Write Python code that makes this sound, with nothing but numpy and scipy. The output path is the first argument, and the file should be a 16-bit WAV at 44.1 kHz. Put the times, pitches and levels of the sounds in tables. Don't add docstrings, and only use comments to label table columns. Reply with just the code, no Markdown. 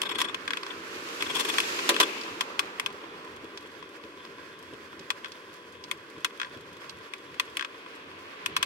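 import sys
import numpy as np
from scipy import signal
from scipy.fft import irfft, next_fast_len
from scipy.io import wavfile
from scipy.ndimage import uniform_filter1d

SR = 44100
rng = np.random.default_rng(int(sys.argv[2]) if len(sys.argv) > 2 else 0)


def persist_wave(psi):
    counts = np.round(np.clip(psi, -1, 1) * 32767).astype(np.int16)
    wavfile.write(sys.argv[1], SR, np.atleast_2d(counts).T)


N = 381465
HIT = np.arange(SR // 8) / SR
DETUNE, SCATTER_DB = 0.005, 1.3

# frequency_hz, density_db
WHEEL_SPECTRUM = [(25, -17), (55, -13), (88, 4), (115, -0.5), (170, 2.5), (260, -3.5), (450, -2),
                  (750, -21.5), (2500, -59)]
# frequency_hz, density_db
CRACK_SPECTRUM = [(100, -54), (400, -5), (750, -1.5), (1050, 7.5), (1300, 1), (1600, 3), (3200, 3),
                  (4200, -0.5), (7500, -5), (10000, -7.5), (12000, -10), (16000, -18)]
# start_s, level_db, length_s
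LOAD_BOUNCES = [(0.029, -30, 0.011), (0.047, -34, 0.034), (0.088, -32, 0.018), (0.104, -32.5, 0.029),
                (0.146, -32, 0.022), (0.181, -28, 0.017), (0.194, -28.5, 0.021), (0.237, -32, 0.027),
                (0.276, -35.5, 0.032), (0.698, -38.5, 0.026), (1.203, -32, 0.014), (1.257, -35.5, 0.019),
                (1.29, -31.5, 0.031), (1.342, -28, 0.041), (1.379, -27.5, 0.048), (1.447, -29.5, 0.013),
                (1.48, -28, 0.033), (1.537, -30, 0.0084), (1.633, -33, 0.0089), (2.023, -28.5, 0.021),
                (6.252, -41, 0.018)]


def gain_of(db):
    return 10 ** (np.asarray(db) / 20)


def unit_rms(x):
    return x / np.sqrt(np.mean(x ** 2) + 1e-20)


def curve_at(points, hz):
    point_hz, value = np.transpose(points)
    return np.interp(np.log(hz + 1), np.log(point_hz), value)


def add(mix, start_s, sound):
    part = mix[:, max(round(start_s * SR), 0):][:, :sound.shape[1]]
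    part += sound[:, :part.shape[1]]


def pan(left_db):
    return gain_of(np.array([[0.5], [-0.5]]) * left_db)


def highpass(x, hz):
    return signal.sosfiltfilt(signal.butter(2, hz, "high", fs=SR, output="sos"), x)


def resonance(x, hz, width_hz):
    return signal.lfilter(*signal.iirpeak(hz, hz / width_hz, fs=SR), x)


def wander(per_s):
    knots_s = np.arange(0, N / SR + 1, 1 / per_s)
    return unit_rms(np.interp(np.arange(N) / SR, knots_s, rng.standard_normal(len(knots_s))))


def noise(spectrum, size, lean=None, shared=0.0):
    padded = next_fast_len(size)
    hz = np.fft.rfftfreq(padded, 1 / SR)
    bins = rng.standard_normal((3, len(hz))) + 1j * rng.standard_normal((3, len(hz)))
    bins = (np.sqrt(1 - shared) * bins[:2] + np.sqrt(shared) * bins[2]) * gain_of(curve_at(spectrum, hz))
    if lean is not None:
        bins *= pan(curve_at(lean, hz))
    return unit_rms(irfft(bins, padded)[:, :size])


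def airborne(spectrum, lean, slant):
    # frequency_hz, correlation
    likeness = [(400, 0.63), (800, 1), (1800, 0.31), (5000, 0.04)]
    # frequency_hz, left_lead_rad
    lead = [(400, 0.41), (600, 3), (820, 2.7), (1500, 3.87)]
    padded = next_fast_len(N)
    hz = np.fft.rfftfreq(padded, 1 / SR)
    common, separate = rng.standard_normal((2, len(hz))) + 1j * rng.standard_normal((2, len(hz)))
    alike = curve_at(likeness, hz)
    left = common * np.exp(1j * slant * curve_at(lead, hz))
    right = alike * common + np.sqrt(1 - alike ** 2) * separate
    bins = np.array([left, right]) * gain_of(curve_at(spectrum, hz)) * pan(curve_at(lean, hz))
    return unit_rms(irfft(bins, padded)[:, :N])


def frame(push):
    # pitch_hz, width_hz, level_db
    hollows = [(296.5, 28, 1), (339.5, 25, 3.5), (391, 39, 3), (460, 74, 0.5), (567, 47, 2.5)]
    body = sum(gain_of(db) * resonance(push, hz, width_hz) for hz, width_hz, db in hollows)
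    return unit_rms(highpass(body, 171))


def mount(ring, tilt_db, scatter_db=0.0, detune=0.0):
    # pitch_hz, t60_s, left_db, right_db, left_lead_rad
    modes = [(1014.5, 0.04, -10, -12.5, 1.5), (1153, 0.048, -13, -27, -5.5),
             (1401, 0.044, -18.5, -30.5, -1), (1597, 0.043, -11.5, -17, -1.74),
             (1930, 0.011, -3, -18, -5.5), (2180, 0.0067, -4, -38, -11), (2531, 0.039, -7, -12.5, -0.8),
             (2900, 0.0033, 6, -35, 9), (3375, 0.027, 0, -10, -3), (4280, 0.05, -52, -16, 1.5),
             (5300, 0.033, -28, -14, -7), (6850, 0.012, -24, -15.5, 1.5), (8220, 0.012, -11.5, -11.5, 2),
             (10350, 0.0076, -13, -25, 5)]
    hz, t60_s, left_db, right_db, lead = np.transpose(modes)[:, :, None]
    hz = hz * (1 + detune * np.maximum(1, hz / 3000) ** 2 * rng.uniform(-0.82, 1, hz.shape))
    share = gain_of(tilt_db * np.log2(hz / hz[0]) + scatter_db * rng.standard_normal(hz.shape))
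    decay = share * gain_of(-60 * HIT / (t60_s * ring))
    phase = 2 * np.pi * hz * HIT + np.pi * np.arange(len(hz))[:, None]
    left = gain_of(left_db) * decay * np.sin(phase)
    right = gain_of(right_db) * decay * np.sin(phase - lead)
    return np.array([left.sum(0), right.sum(0)])


def shaking(steady_db, jolt_db=-12, smooth_s=0.165):
    t = np.arange(N) / SR
    jolt_power = sum(gain_of(db + jolt_db) ** 2 * ((t >= start_s) & (t < start_s + length_s))
                     for start_s, db, length_s in LOAD_BOUNCES)
    return 10 * np.log10(gain_of(steady_db) ** 2 + uniform_filter1d(jolt_power, round(smooth_s * SR)))


def road(grit_per_s=260, steady_db=-55):
    shake_db = shaking(steady_db)
    rumble = noise(WHEEL_SPECTRUM, N, lean=[(70, -6), (200, -1.5)], shared=0.98)
    rumble *= gain_of(-61.5 + 3.7 * wander(12))
    body = frame(noise(WHEEL_SPECTRUM, N, shared=0.92)) * pan(1.4)
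    body *= gain_of(shake_db + 0.084 * wander(12))
    grit = (rng.random(N) < grit_per_s / SR) * gain_of(6.1 * np.minimum(rng.exponential(1, N), 3))
    drive = (grit + 0.34) * rng.standard_normal(N)
    ringing = unit_rms(signal.oaconvolve(drive[None], mount(0.93, tilt_db=-7), axes=1)[:, :N])
    jingle = unit_rms(resonance(resonance(drive, 3386, 320), 3540, 600)) * pan(5.5)
    jingle *= gain_of(-64.5 + 3.5 * wander(22))
    ringing *= gain_of(-51.5 + 0.5 * (shake_db - steady_db) + 0.43 * wander(28))
    return rumble + body + jingle + ringing


def hiss():
    # frequency_hz, density_db
    spectrum = [(100, -57), (500, 7.5), (750, -5.5), (1100, -3.5), (1600, 1.5), (2500, -2.5), (3200, -8.5),
                (4800, -8.5), (7000, -15.5), (11000, -21), (16000, -26.5)]
    # frequency_hz, left_over_right_db
    lean = [(700, 4), (1400, -16.5), (2500, -7.5), (3300, -1.5), (4600, -10), (8000, -1.5), (15000, 3)]
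    air = airborne(spectrum, lean, slant=0.27)
    drift = (gain_of(wander(4.3)) - 1) * resonance(air, 2000, 2900)
    return (air + drift) * gain_of(-51 + 1.84 * wander(28))


def cars(loss_db_per_m=0.27, dull_db_per_m=1.5, shadow_m=17.2, drone_reach_m=3.52):
    # start_ahead_m, speed_m_per_s, gap_m, alongside_db, howl_db, drone_db
    passes = [(-9, 5.5, 2.01, -34, -0.5, -9), (104, -10.5, 10.2, -30, -17, -16.5)]
    # frequency_hz, density_db
    spectrum = [(100, -67), (400, -1.5), (780, -1), (1050, 1), (1300, -1), (2600, 1.5), (3500, -4),
                (4500, -5.5), (7300, -11.5), (9200, -20), (12000, -20), (16000, -34)]
    # frequency_hz, left_over_right_db
    lean = [(700, 0), (1300, -10), (2600, 4), (4500, -4.5), (15000, 5.5)]
    # pitch_hz, width_hz, level_db, extra_left_db, loudest_ahead_m, reach_m
    tread_bands = [(1400, 1400, 0, -14, -6.5, 3.8), (12100, 4500, -25, -2, -3.5, 2),
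                   (2650, 1700, -0.5, 13, 2.5, 1.5), (970, 1040, 0.5, -1.5, 7, 5.1)]
    roar = airborne(spectrum, lean, slant=0.86)
    sizzle = highpass(roar, 4200)
    tread = airborne(spectrum, lean, slant=0.62)
    beams = []
    for hz, width_hz, db, left_db, at_m, reach_m in tread_bands:
        band = resonance(resonance(tread, hz, width_hz), hz, width_hz) * pan(left_db)
        beams.append((gain_of(db) * unit_rms(band), at_m, reach_m))
    drone = frame(noise(WHEEL_SPECTRUM, N, shared=1)) * pan(1.8)
    out = np.zeros((2, N))
    for start_m, speed, gap_m, db, howl_db, drone_db in passes:
        ahead = start_m + speed * np.arange(N) / SR
        distance = np.hypot(ahead, gap_m)
        shadow = np.clip(ahead / shadow_m, 0, 1) ** 2
        level_db = db - 20 * np.log10(distance / gap_m) - loss_db_per_m * (distance - gap_m) - 8 * shadow
        treble_db = 6.5 - dull_db_per_m * distance - 37 * shadow + 0.64 * wander(90)
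        nose_db = -(ahead / distance) ** 2 * (ahead < 0)
        tyres = (roar + (gain_of(treble_db) - 1) * sizzle) * gain_of(nose_db)
        howl = sum(band * np.exp(-((ahead - at_m) / reach_m) ** 2) for band, at_m, reach_m in beams)
        drone_gain = gain_of(db + drone_db) * drone_reach_m / np.hypot(ahead, drone_reach_m)
        out += gain_of(level_db) * (tyres + gain_of(howl_db) * howl) + drone_gain * drone
    return out * gain_of(wander(22))


def blow(ring, crack_db, crack_s, treble_db, left_db, part_hz=3400, part_db=-6):
    fade = np.exp(-HIT / crack_s) + gain_of(-22) * np.exp(-HIT / 0.019)
    crack = unit_rms(noise(CRACK_SPECTRUM, len(HIT), shared=0.12) * fade * pan(left_db))
    crack[0] = np.roll(crack[0], SR // 2450)
    sound = unit_rms(mount(ring, tilt_db=0, scatter_db=SCATTER_DB, detune=DETUNE))
    sound += gain_of(crack_db) * crack
    sound += gain_of(part_db) * resonance(sound, part_hz, part_hz / 3)
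    sound += (gain_of(treble_db) - 1) * highpass(sound, 5900)
    sound *= 1 - np.exp(-HIT / 0.00026)
    attack_rms = np.sqrt(np.mean(sound[:, :SR // 250] ** 2))
    return sound / (np.pi * attack_rms)


def clack(fitting, db, medium_db=-11.5):
    fittings = {"knock": (-7, 1.19, 1120), "clack": (-7.5, 1.0, 2230), "snap": (3.8, 0.82, 2190),
                "clink": (-4, 1.14, 2400), "chink": (4.7, 1, 2960), "tap": (-7.5, 0.95, 1540)}
    treble_db, ring, hz = fittings[fitting]
    sound = blow(ring, crack_db=0, crack_s=0.0038 * ring, treble_db=treble_db + db - medium_db,
                 left_db=0.5, part_hz=hz, part_db=34 * (1 - ring))
    low_cut = signal.butter(8, 990, "high", fs=SR, output="sos")
    return gain_of(db) * (signal.sosfilt(low_cut, sound) + gain_of(-35) * sound)


def clacks():
    # start_s, level_db, fitting
    strikes = [(0.017, -12.5, "chink"), (0.2154, -9, "knock"), (0.3444, -16, "clink"),
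               (.571, -17.5, "clink"), (1.2234, -13, "snap"), (1.583, -7, "knock"), (1.602, -11.5, "chink"),
               (1.7892, -18, "tap"), (1.9434, -18, "chink"), (1.9638, -12.5, "tap"), (2.0116, -8, "knock"),
               (2.03, -12.5, "tap"), (2.4084, -10.5, "knock"), (2.5926, -7.5, "knock"),
               (2.7973, -13, "snap"), (2.861, -12.5, "clink"), (5.103, -11, "knock"),
               (5.9128, -13.5, "snap"), (6.2458, -10, "clink"), (6.3987, -19, "tap"), (7.136, -21, "snap"),
               (7.3424, -34, "clink"), (7.3975, -8.5, "clack"), (7.5695, -14.5, "snap"),
               (7.647, -20, "tap"), (8.4604, -12, "snap"), (8.5648, -8.5, "knock"), (8.6275, -8.5, "clink")]
    # start_s, first_db, length_s, gap_s, change_per_rebound_db
    rattles = [(0.4775, -15.5, .07, 0.028, 0), (5.245, -22.5, .02, 0.013, -5),
               (6.4149, -16, .04, .0156, -5.5), (7.594, -17.5, .04, 0.015, -1)]
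    out = np.zeros((2, N))
    for start_s, db, fitting in strikes:
        add(out, start_s, clack(fitting, db))
    for start_s, db, length_s, gap_s, change_db in rattles:
        for rebound, after_s in enumerate(np.arange(0, length_s, gap_s)):
            add(out, start_s + after_s, clack("tap", db + rebound * change_db))
    return out * gain_of(1.5) * pan(0.56)


def buzzing(length_s, db, firm_db=-28, rebounds_per_s=900, width_hz=330):
    force_db = db - firm_db
    press = np.sin(np.pi * np.minimum(HIT / length_s, 1))
    press += gain_of(-13) * np.exp(-HIT / 0.025)
    taps = press * (0.34 + (rng.random(len(HIT)) < rebounds_per_s / SR))
    drive = taps * rng.standard_normal(len(HIT))
    damped = mount(0.85, tilt_db=1 + 0.49 * force_db, scatter_db=SCATTER_DB, detune=3 * DETUNE)
    ringing = signal.fftconvolve(drive[None], damped, axes=1)[:, :len(HIT)]
    grain = np.sqrt(uniform_filter1d(taps ** 4, size=60).clip(0))
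    scrape = noise(CRACK_SPECTRUM, len(HIT)) * grain
    hz = 3400 + 60 * rng.standard_normal()
    buzz = resonance(resonance(scrape, hz, width_hz), hz, 2 * width_hz) * pan(11)
    scrape = unit_rms(scrape * pan(1.6))
    scrape += (gain_of(min(2.6 * force_db, 2.5)) - 1) * highpass(scrape, 4000)
    sound = unit_rms(ringing) + gain_of(-3.5 - 0.16 * force_db) * unit_rms(buzz) + gain_of(-1) * scrape
    return gain_of(db) * unit_rms(sound) * np.sqrt(length_s / HIT[-1])


def chatter():
    out = np.zeros((2, N))
    for start_s, db, length_s in LOAD_BOUNCES:
        add(out, start_s, buzzing(length_s, db))
    return out


def ticks(faint_per_s=8):
    # start_s, level_db, low_ring_db
    contacts = [(0.632, -28.5, -47), (0.6645, -32.5, -48.5), (1.088, -37, -64), (2.212, -27, -67),
                (2.2348, -31.5, -65), (2.903, -45, -55), (3.5744, -29.5, -56), (3.826, -45, -53),
                (4.0376, -44, -56), (4.2504, -39, -57.5), (4.994, -35.5, -66), (5.319, -32, -80),
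                (5.839, -30, -74), (6.895, -27.5, -79)]
    out = np.zeros((2, N))
    for start_s, db, ring_db in contacts:
        tick = blow(1.8, crack_db=9, crack_s=0.0042, treble_db=-2.5, left_db=-6, part_hz=4800, part_db=18)
        add(out, start_s, gain_of(db + 2) * tick)
        add(out, start_s, gain_of(ring_db) * unit_rms(mount(1, tilt_db=-7)))
    for when, strength in rng.random((round(faint_per_s * N / SR), 2)):
        tick = blow(0.61, crack_db=7, crack_s=0.006, treble_db=-2, left_db=-1)
        add(out, when * N / SR, gain_of(-42.5 + 6.7 * strength) * highpass(tick, 3300))
    return out


def bumps(thud_s=0.059):
    # start_s, crash_db, relative_thud_db
    jolts = [(1.8906, -4.5, -20), (2.0004, -3.5, -23.5)]
    out = np.zeros((2, N))
    for start_s, crash_db, thud_db in jolts:
        crash = blow(2.1, crack_db=32, crack_s=0.0089, treble_db=-2.5, left_db=2)
        low_ring = unit_rms(mount(3.1, tilt_db=-8))
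        thud = frame(noise(WHEEL_SPECTRUM, len(HIT), shared=0.96) * np.exp(-HIT / thud_s))
        add(out, start_s, gain_of(crash_db) * crash)
        add(out, start_s + 0.0053, gain_of(crash_db - 28.5) * low_ring)
        add(out, start_s, gain_of(thud_db - 12.5) * thud)
    return highpass(out, 235)


def pings(rise_s=0.0021, ring_s=0.011):
    # start_s, level_db, pitch_hz
    notes = [(2.0115, -25, 3460), (2.03, -20.5, 3450)]
    envelope = (1 - np.exp(-HIT / rise_s)) * np.exp(-(HIT / ring_s) ** 2)
    out = np.zeros((2, N))
    for start_s, db, hz in notes:
        add(out, start_s, gain_of(db) * pan(10) * np.sin(2 * np.pi * hz * HIT) * envelope)
    return out


def thumps(rise_s=0.0084, fade_s=0.022):
    # start_s, relative_db
    drops = [(2.934, -54), (3.325, -59), (3.431, -49.5), (4.037, -54), (4.724, -49), (4.999, -52.5),
             (6.169, -51), (6.561, -48.5)]
    envelope = (1 - np.exp(-HIT / rise_s)) * np.exp(-(HIT / fade_s) ** 2)
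    out = np.zeros((2, N))
    for start_s, db in drops:
        push = noise(WHEEL_SPECTRUM, len(HIT), shared=0.92) * envelope
        jiggle = blow(2.3, crack_db=4, crack_s=0.0022, treble_db=-4, left_db=-6)
        add(out, start_s, gain_of(db - 9) * (unit_rms(push) + gain_of(3) * frame(push)))
        add(out, start_s + 0.012, gain_of(db + 11.5) * jiggle)
    return out


def scene():
    return clacks() + ticks() + chatter() + pings() + bumps() + thumps() + road() + hiss() + cars()


def record(dry, ceiling=0.6, edge_hz=16100):
    rounded = dry / (1 + (dry / ceiling) ** 4) ** (1 / 4)
    band_limit = signal.firwin(301, edge_hz, window=("kaiser", 8), fs=SR)
    return signal.oaconvolve(rounded, band_limit[None], "same")


dry = scene()
out = record(dry)
persist_wave(out)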